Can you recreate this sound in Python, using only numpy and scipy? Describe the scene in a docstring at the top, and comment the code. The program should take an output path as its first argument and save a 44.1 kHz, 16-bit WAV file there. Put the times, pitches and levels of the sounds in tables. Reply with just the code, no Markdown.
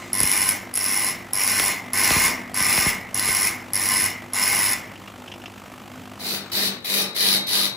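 """In a shed, a saw blade is sharpened tooth by tooth on a motor-driven grinding wheel.
Close up, eight teeth chatter twice a turn (gated noise), squeal (jittered tones) and ring the blade (modes).
Chirps mark slips of the tooth tip; dispersed cracks and twangs mark snags of the wheel.
The motor idles with hum, whirr and a light rattle, and the idle blade ticks.
Then five quicker strokes are heard from a few steps back, mixed with the shed's echoes."""
import sys
import numpy as np
from scipy import signal
from scipy.fft import rfft, irfft
from scipy.io import wavfile
from scipy.ndimage import uniform_filter1d

SR = 44100
rng = np.random.default_rng(int(sys.argv[2]) if len(sys.argv) > 2 else 0)


def dump(signal):
    """Clip the signal to [-1, 1] and save it as 16-bit WAV at the path in sys.argv[1]."""
    limited = np.clip(np.atleast_2d(signal).T, -1, 1)
    pcm = np.round(limited * 32767).astype(np.int16)
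    wavfile.write(sys.argv[1], SR, pcm)


N = 342216
TIME = np.arange(N) / SR
FREQS = np.fft.rfftfreq(N, 1 / SR)


def amp(db):
    """Decibels to gain."""
    return 10 ** (np.asarray(db) / 20)


def unit(x):
    """Scales to rms 1."""
    return x / np.sqrt(np.mean(x ** 2) + 1e-20)


def read(points, hz):
    """Reads a table on a log-frequency axis."""
    f, value = np.transpose(points)
    return np.interp(np.log(hz + 1), np.log(f + 1), value)


def add(mix, start_s, sound):
    """Mixes a sound in at a time."""
    part = mix[max(round(start_s * SR), 0):][:len(sound)]
    part += sound[:len(part)]


def noise():
    """White noise."""
    return rng.standard_normal(N)


def wander(hz):
    """Slow random curve of rms 1, up to a rate."""
    return unit(irfft(rfft(noise()) / (1 + (FREQS / hz) ** 4), N))


def convolve(x, response):
    """Passes a sound through a response scaled to unit energy."""
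    return signal.oaconvolve(x, response / np.linalg.norm(response))[:N]


def lag(x, keep):
    """One-pole smoothing."""
    return signal.lfilter([1 - keep], [1, -keep], x)


def butter(x, order, hz, kind):
    """Butterworth filter."""
    return signal.sosfilt(signal.butter(order, hz, kind, fs=SR, output="sos"), x)


def colour(x, spectrum):
    """Causal minimum-phase filter that keeps the power of white noise."""
    hz = abs(np.fft.fftfreq(4096, 1 / SR))
    log_gain = np.log(amp(read(spectrum, hz)))
    response = np.fft.ifft(np.exp(np.conj(signal.hilbert(log_gain)))).real[:2048]
    return convolve(x, response)


def resonate(x, hz, width_hz):
    """A resonance that follows the curve hz and keeps the power of white noise."""
    turn = np.exp(2j * np.pi * np.cumsum(hz * np.ones(N)) / SR)
    r = np.exp(-np.pi * width_hz / SR)
    shifted_down = x / turn + 1e-18
    pole = lag(lag(shifted_down, r), r)
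    return (turn * pole).real * np.sqrt(8 / (1 - r))


def modes(x, table):
    """Rings a set of damped modes with random phases."""
    t = TIME[:SR]
    response = np.zeros(SR)
    for hz, db, t60 in table:
        decay = amp(db - 60 * t / t60) / np.sqrt(t60)
        response += decay * np.sin(2 * np.pi * (hz * t + rng.random()))
    return convolve(x, response)


def tail(x, t60s):
    """Countless close modes or echoes, each band dying at its own speed."""
    hz, t, z = signal.stft(rng.standard_normal(SR), SR, nperseg=256)
    t60 = read(t60s, hz)[:, None]
    response = signal.istft(z * amp(-60 * t / t60) / np.sqrt(t60), SR, nperseg=256)[1]
    return convolve(x, response)


def grit(per_s, spread_db, share):
    """Abrasive grains of uneven size cut the steel, over a wash of finer ones."""
    size = amp(spread_db * np.minimum(rng.exponential(1, N), 4))
    grains = (rng.random(N) < per_s / SR) * noise() * size
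    return np.sqrt(share) * unit(grains) + np.sqrt(1 - share) * noise()


def patchy(x, depth_db):
    """The contact point wanders, so narrow bands of the scrape swell and fade."""
    z = signal.stft(x, SR, nperseg=1024)[2]
    patches = uniform_filter1d(rng.standard_normal(z.shape), size=4, axis=0)
    patches = unit(uniform_filter1d(patches, size=6, axis=1))
    return signal.istft(z * amp(depth_db * (patches - depth_db / 9)), SR, nperseg=1024)[1][:N]


def flexed(x, flex=.0022):
    """Bending the blade in the hands makes its ringing waver in pitch by the share flex (rms)."""
    bent_time = TIME + flex * np.cumsum(wander(5)) / SR
    return np.interp(bent_time, np.arange(4 * N) / (4 * SR), signal.resample_poly(x, 4, 1))


JOLT_S = 0.01


def contact(strokes, light_db, lean_s, lift_db_per_s):
    """Pressure of all strokes: each tooth lands with a jolt, is leaned in, held and lifted off."""
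    pressure = np.zeros(N)
    t = TIME[:SR]
    for touch_s, held_s, db, jolt_db, *_ in strokes:
        landing_db = light_db * np.maximum(1 - t / lean_s, 0) + jolt_db * np.exp(-t / JOLT_S)
        lift_db = lift_db_per_s * np.maximum(t - held_s, 0)
        add(pressure, touch_s, amp(db + landing_db - lift_db))
    return pressure


SHAFT_HZ = 49.0


def high_spots(age_s, width_s, weak_db):
    """Two high spots of the wheel hit the tooth each turn, one harder than the other."""
    beats = 2 * SHAFT_HZ * age_s
    since_s = (beats % 1) / (2 * SHAFT_HZ)
    burst = (since_s / width_s) ** 2 * np.exp(-(since_s / width_s) ** 2)
    uneven_db = 3.5 * np.tanh(wander(60))
    return unit(burst * amp(weak_db * (np.floor(beats) % 2) + uneven_db))


def close_pair(x):
    """A close sound is centred, but its top treble reaches the right side a little earlier."""
    half_turn = np.exp(1j * np.pi * np.maximum(FREQS - 7900, 0) / 3150)
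    return irfft(rfft(x) * np.array([1 / half_turn, half_turn]), N)


# left-right likeness of sound that has crossed the shed: freq_hz, correlation
LIKENESS = [(100, .92), (1250, .7), (1750, -.15), (3500, -.3), (6000, 0)]


def spread(a, b, left_db):
    """Two unrelated sounds become a stereo pair, alike in the bass."""
    same = read(LIKENESS, FREQS)
    right = irfft(same * rfft(a) + np.sqrt(1 - same ** 2) * rfft(b), N)
    return np.array([a * amp(left_db / 2), right * amp(-left_db / 2)])


# rasp spectrum: freq_hz, density_db_per_hz
RASP_SPECTRUM = [(40, -51), (300, -5.5), (900, -14), (2200, 13.5), (3800, -5), (4700, 3), (5300, 16),
                 (6300, 0.5), (8800, 0), (9600, 10.5), (11200, 6.5), (13000, 4.5), (14500, 6.5),
                 (15600, 8.5)]


def near_rasp(pressure, age_s, bursts):
    """Grit scrapes the tooth, which bounces on the high spots at first, then beds in."""
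    bounce = 0.069 + 0.095 * np.exp(-age_s / 0.028)
    cut = pressure * np.sqrt(1 - bounce + bounce * bursts ** 2) * amp(1.8 * wander(56))
    scrape = patchy(grit(per_s=3000, spread_db=2.5, share=.5), depth_db=3.2)
    bedded = 1 - 0.91 * np.exp(-age_s / 0.036)
    return amp(4.0) * colour(cut * bedded * scrape, RASP_SPECTRUM)


def squeal(hz, jitter_hz):
    """Stick and slip at the tooth tip: a tone whose pitch never holds still."""
    return np.sqrt(2) * np.sin(2 * np.pi * np.cumsum(hz + jitter_hz * wander(443.0)) / SR)


SQUEAL_STOP_DB_PER_S = 75  # from the lift on


def near_squeal(pressure, age_s, held_s, bursts, jolt_db, squeal_db):
    """Chattering tip squeal that sinks in pitch as the contact tightens."""
    # sets in with light pressure, then levels off
    chatter = pressure ** 2 / (pressure ** 2 + amp(-28.0) ** 2)
    stop_db = SQUEAL_STOP_DB_PER_S * np.maximum(age_s - held_s, 0)
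    chatter *= amp(squeal_db + jolt_db * np.exp(-age_s / JOLT_S) - stop_db)
    loose = .62 + .38 * np.exp(-age_s / .22)
    knocks = chatter * np.sqrt(1 - loose + loose * bursts ** 2)
    tip_hz = 10280 + 600 * np.exp(-age_s / 0.06) + 60 * wander(13.36)
    tip = amp(-19.5) * squeal(tip_hz, jitter_hz=203.7)
    tip += amp(-25) * resonate(noise(), tip_hz + 300, width_hz=4140)
    tip += amp(-29.5) * np.exp(-age_s / 0.91) * squeal(5280 + 130 * wander(13), jitter_hz=233.7)
    return knocks * tip


# blade modes: freq_hz, level_db, t60_s
BLADE_MODES = [(813, -8, .1), (1037, -1, .07), (1206, -8, .2), (1539, -4.5, .18), (1978, 0, .15),
               (2145, -3, .12), (2205, -5, .2), (2889, -5.5, .3), (3578, -10, .25), (4113, -10, .2),
               (4214, -10, .2), (4944, -9, .12), (7550, -12, .15), (14805, -10, .2)]
# dense ringing spectrum: freq_hz, density_db_per_hz
RING_SPECTRUM = [(25, -8), (55, -14.5), (250, -4), (500, -10), (1000, -5), (1400, -10), (1750, -3.5),
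                 (2050, 7), (2500, -4.5), (3300, -12), (5300, -12.5), (7000, -7.5), (15000, -26)]
# blade ringing time: freq_hz, t60_s
RING_T60 = [(60, 0.97), (500, 1), (1100, 0.68), (2100, 0.64), (3500, 0.31), (6000, 0.25), (15000, 0.064)]
BITE_S = 0.095  # until a fresh edge is worn smoother


def near_ring(pressure, age_s, bite_db):
    """Noise from the contact rings the blade; returns centred and sideways sound."""
    # harder pressure shakes the blade more than in proportion
    shake = pressure * (pressure / amp(-30.5)) ** 0.24
    shake *= amp(bite_db * np.exp(-age_s / BITE_S))
    dense = patchy(tail(shake * noise(), RING_T60), depth_db=1.55)
    centre = amp(0.06) * colour(dense, RING_SPECTRUM)
    centre += amp(-4.0) * flexed(modes(shake * noise(), BLADE_MODES))
    # the broad flank radiates middle tones to one side
    sideways = amp(-10) * resonate(tail(shake * noise(), RING_T60), 1020, width_hz=800)
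    return centre, sideways


def near_thrum(pressure, age_s, thrum_db):
    """The high spots push the whole blade to and fro."""
    sway = np.sin(4 * np.pi * SHAFT_HZ * age_s + .5 * wander(22))
    return amp(thrum_db + 1.9 * wander(11)) * pressure * sway


# teeth ground close up: touch_s, held_s, pressure_db, touch_jolt_db, squeal_db, thrum_db, bite_ring_db
NEAR_STROKES = [(0.130, 0.38, -29, 1, 3, -14.5, 0.5), (0.738, 0.35, -30.5, 0, 3.5, -32, -2.5),
                (1.332, 0.36, -27, 5, 0, -22, -5.5), (1.932, 0.33, -24, 2, -2, -18, -1),
                (2.542, 0.34, -26.5, 0, -0.5, -19, 1.5), (3.143, 0.33, -28.5, 1, 1.5, -14, 2),
                (3.733, 0.32, -28, 4, 1.5, -12.5, -3), (4.333, 0.38, -28, -1, 2, -16.5, 5.5)]
NEAR_LIGHT_DB, NEAR_LEAN_S, NEAR_LIFT_DB_PER_S = -3, 0.15, 172


def near_grinding():
    """Pressure and high spots of each tooth drive its rasp, squeal, blade ring and thrum."""
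    teeth = np.array(NEAR_STROKES)
    current = np.maximum(np.searchsorted(teeth[:, 0], TIME, "right") - 1, 0)
    touch_s, held_s, _, jolt_db, squeal_db, thrum_db, bite_db = teeth[current].T
    age_s = abs(TIME - touch_s)
    pressure = contact(NEAR_STROKES, NEAR_LIGHT_DB, NEAR_LEAN_S, NEAR_LIFT_DB_PER_S)
    bursts = high_spots(age_s, width_s=.0027, weak_db=-2.5)
    ring, sideways = near_ring(pressure, age_s, bite_db)
    centre = near_rasp(pressure, age_s, bursts) + ring
    centre += near_squeal(pressure, age_s, held_s, bursts, jolt_db, squeal_db)
    centre += near_thrum(pressure, age_s, thrum_db)
    return close_pair(centre) + sideways * np.array([[1], [-.4]])


# the tooth tip catches and slips: start_s, tip_chirp_db, low_chirp_db
SLIPS = [(0.2026, -8.5, -31), (0.2313, -7.5, -26), (0.49, -6.5, -27), (0.754, -13.5, -37),
         (0.7739, -11, -38), (2.0441, -23, -14), (3.1944, -12, -21), (3.764, -17, -21), (4.7318, -11, -30)]
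SLIP_TIP_HZ, SLIP_LOW_HZ, SLIP_S = 10620, 5325, 0.0012


def slips():
    """Each slip of the tooth tip is a pair of jittered chirps a few milliseconds long."""
    def chirp(hz):
        """A tone with random pitch jitter."""
        return np.sin(2 * np.pi * np.cumsum(hz + 2000 * rng.standard_normal(len(t))) / SR)

    out, t = np.zeros(N), TIME[:1024]
    burst = t / SLIP_S * np.exp(1 - t / SLIP_S)
    for start_s, tip_db, low_db in SLIPS:
        add(out, start_s, burst * (amp(tip_db) * chirp(SLIP_TIP_HZ) + amp(low_db) * chirp(SLIP_LOW_HZ)))
    return close_pair(out)


# the wheel snags on a tooth: start_s, crack_peak_db, twang_peak_db
SNAGS = [(0.2016, -23, -26), (0.23, -28, -25), (0.772, -22, -47), (1.595, -13, -36), (2.103, -12.5, -22.5),
         (2.157, -30, -20), (2.601, -20, -27), (2.774, -15.5, -23.5), (2.858, -25, -20), (3.283, -19, -28)]


def snags(travel_s_at_1hz=.15):
    """Bending waves run along the blade, treble faster than bass: a crack that falls into a twang."""
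    hz = np.fft.rfftfreq(4096, 1 / SR)
    travel = np.exp(-4j * np.pi * travel_s_at_1hz * np.sqrt(hz))
    # the bass comes back from the blade's end
    echo = 0.35 * np.exp(-3j * np.pi * travel_s_at_1hz * np.sqrt(hz)) / (1 + (hz / 200) ** 2)
    crack = irfft(travel * hz / (hz + 600) / (1 + (hz / 3500) ** 2))
    twang_band = hz ** 2 / (hz ** 2 + 50 ** 2) / (1 + (hz / 170) ** 2)
    twang = irfft(travel * (1 + echo) * twang_band)
    crack, twang = crack / abs(crack).max(), twang / abs(twang).max()
    out = np.zeros(N)
    for start_s, crack_db, twang_db in SNAGS:
        add(out, start_s, amp(crack_db) * crack + amp(twang_db) * twang)
    return close_pair(out + amp(-11) * tail(out, RING_T60))


# teeth ground further back: touch_s, held_s, pressure_db, touch_jolt_db
FAR_STROKES = [(6.19, 0.17, -29, -8), (6.517, 0.15, -22.5, 3), (6.845, 0.17, -22.5, 2),
               (7.147, 0.21, -23, -4), (7.467, 0.18, -24.5, -2.5)]
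# far rasp spectrum: freq_hz, density_db_per_hz
FAR_RASP_SPECTRUM = [(50, -25), (140, -1.5), (450, -1), (950, -5.5), (1600, -3.5), (2300, 2), (3200, -4.5),
                     (3900, 6.5), (4600, 4.5), (5400, -2.5), (6800, -8), (9300, -7), (10800, -3.5),
                     (12300, -5.5)]
# shed ringing time: freq_hz, t60_s
SHED_T60 = [(150, 1), (4000, 0.34), (12000, 0.053)]
# blade tones that carry across the shed: freq_hz, level_db, t60_s
FAR_TONES = [(1982, 1, 0.11), (3050, 4, 0.13), (3770, 3, 0.35), (3830, 9, 0.96), (4010, 3, .25),
             (4215, 3, 0.44), (5860, 2.5, 0.12), (10300, 3, 0.17)]
FAR_LIGHT_DB, FAR_LEAN_S, FAR_LIFT_DB_PER_S = -7.5, 0.064, 299


def far_grinding():
    """Rasp mixes with the shed's echoes; the last teeth squeal more, and the loaded motor drones."""
    pressure = contact(FAR_STROKES, FAR_LIGHT_DB, FAR_LEAN_S, FAR_LIFT_DB_PER_S)
    cut = pressure * (0.87 + 0.34 * high_spots(TIME, width_s=0.0021, weak_db=-7.0))
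    cut *= amp(1.2 * wander(25))
    shrill = amp(np.interp(TIME, [6.9, 7.3], [-9, 0]))
    body_hz, tip_hz = 4200 + 220 * wander(28), 10750 + 250 * wander(6.1)
    sides = []
    for tip_db in (-4, -12):
        scrape = patchy(grit(per_s=2500, spread_db=3, share=.4), depth_db=3.2)
        rasp = colour(cut * scrape, FAR_RASP_SPECTRUM)
        echoes = amp(-0.5) * tail(rasp, SHED_T60)
        whine = amp(-0.5) * resonate(cut * noise(), body_hz, width_hz=1660)
        whine += amp(tip_db) * resonate(cut * noise(), tip_hz, width_hz=1300)
        ring = amp(-4.5) * flexed(modes(cut * noise(), FAR_TONES))
        sides.append(amp(-6.5) * rasp + echoes + shrill * whine + np.sqrt(shrill) * ring)
    # the load is felt 50 ms late
    load = abs(np.interp(TIME - .05, TIME, uniform_filter1d(pressure, size=1500)))
    drone = amp(-11.5) * load * np.sin(2 * np.pi * np.cumsum(197 + 1.2 * wander(7.4)) / SR)
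    return spread(*sides, left_db=2.5) + drone


IDLE_HZ, SAG_HZ, INERTIA_S = 50.2, 2.6, .25


def shaft_turns():
    """The shaft slows while a tooth is held on the wheel and recovers between teeth."""
    loaded = np.zeros(N)
    for touch_s, held_s, *_ in NEAR_STROKES + FAR_STROKES:
        loaded += (TIME > touch_s) * (TIME < touch_s + held_s)
    sag_hz = SAG_HZ * lag(loaded, np.exp(-1 / (INERTIA_S * SR)))
    return np.cumsum(IDLE_HZ - sag_hz + .35 * wander(4)) / SR


# motor hum: shaft_multiple, mean_level_db_rms
HUM = [(4, -53.5), (5, -50.5), (7, -57.5)]
MAINS_HZ, MAINS_DB = 100.2, -52.5


def motor_hum(turns):
    """Steady mains hum and swelling shaft orders."""
    hum = amp(MAINS_DB) * np.sqrt(2) * np.sin(2 * np.pi * MAINS_HZ * TIME)
    for order, db in HUM:
        swell_db = 1.3 * order * np.tanh(wander(4.5))
        tone = np.sin(2 * np.pi * order * turns + .3 * wander(12))
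        hum += amp(db + swell_db) * np.sqrt(2) * tone
    return hum


# wheel whirr spectrum: freq_hz, density_db_per_hz
WHIRR_SPECTRUM = [(20, -37), (50, -6.5), (130, -1.5), (300, 0), (460, -8.5), (1200, -10.5), (3000, -16.5),
                  (5000, -24), (15500, -27)]
# rattle spectrum: freq_hz, density_db_per_hz
RATTLE_SPECTRUM = [(250, -10.5), (700, 8), (950, 2), (1250, 4), (1650, -3), (2200, -3.5), (2900, -2.5),
                   (3800, -11.5), (15000, -17)]
STEP_BACK_S = 6.3


def motor():
    """Hum, the whirr of the wheel and a rattle for about half of every turn, near and then far."""
    turns = shaft_turns()
    hum = motor_hum(turns)
    phase = (turns + .025 * wander(25)) % 1
    beat = np.exp(-phase / .52) / (1 + (phase / .45) ** 10)
    beat = unit(beat * amp(2.4 * np.tanh(wander(22))))
    sides = []
    for _ in range(2):
        whirr = amp(-44.5) * colour(noise() * amp(wander(23)), WHIRR_SPECTRUM)
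        rattle = amp(-44.7) * colour(beat * noise(), RATTLE_SPECTRUM)
        sides.append(whirr + rattle)
    # close up only the lower whirr and rattle surround the listener
    around = amp(-12) * butter(sides[1], 2, [60, 1400], "band")
    close = hum + close_pair(sides[0]) + np.array([around, -around])
    # further back: fainter, without the deepest rumble
    distant = amp(-8.0) * butter(hum + spread(*sides, left_db=13.0), 2, 120, "high")
    back = np.interp(TIME, [STEP_BACK_S - .1, STEP_BACK_S + 0.51], [0, 1])
    return np.sqrt(1 - back) * close + np.sqrt(back) * distant


# the idle blade ticks on its rest: start_s, strike_db
TICKS = [(4.9562, -39), (5.0753, -37), (5.2759, -35), (5.3164, -32.5), (5.3383, -35), (5.4167, -41),
         (5.4575, -30)]


def idle_blade():
    """The blade is still ringing from an earlier tooth; later it ticks against its rest."""
    ring = amp(-41) * modes(noise() * amp(-90 * TIME), BLADE_MODES)
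    ring += amp(-40.0) * colour(noise() * amp(-60 * TIME), RING_SPECTRUM)
    taps, t = np.zeros(N), TIME[:2048]
    for start_s, db in TICKS:
        add(taps, start_s, amp(db) * np.exp(-t / 0.0096) * rng.standard_normal(len(t)))
    ticks = amp(-1.5) * resonate(taps, 2900, width_hz=960)
    ticks += amp(-12.0) * resonate(taps, 5200, width_hz=1400)
    return close_pair(ring + ticks)


def scene():
    """All sources together."""
    return near_grinding() + slips() + snags() + far_grinding() + motor() + idle_blade()


EDGE_HZ = 15780


def record(dry):
    """The microphone's bass roll-off and the recorder's band limit."""
    lean = butter(dry, 2, 38, "high")
    return signal.oaconvolve(lean, signal.firwin(801, EDGE_HZ, window=("kaiser", 9), fs=SR)[None], "same")


dry = scene()
out = record(dry)
dump(out)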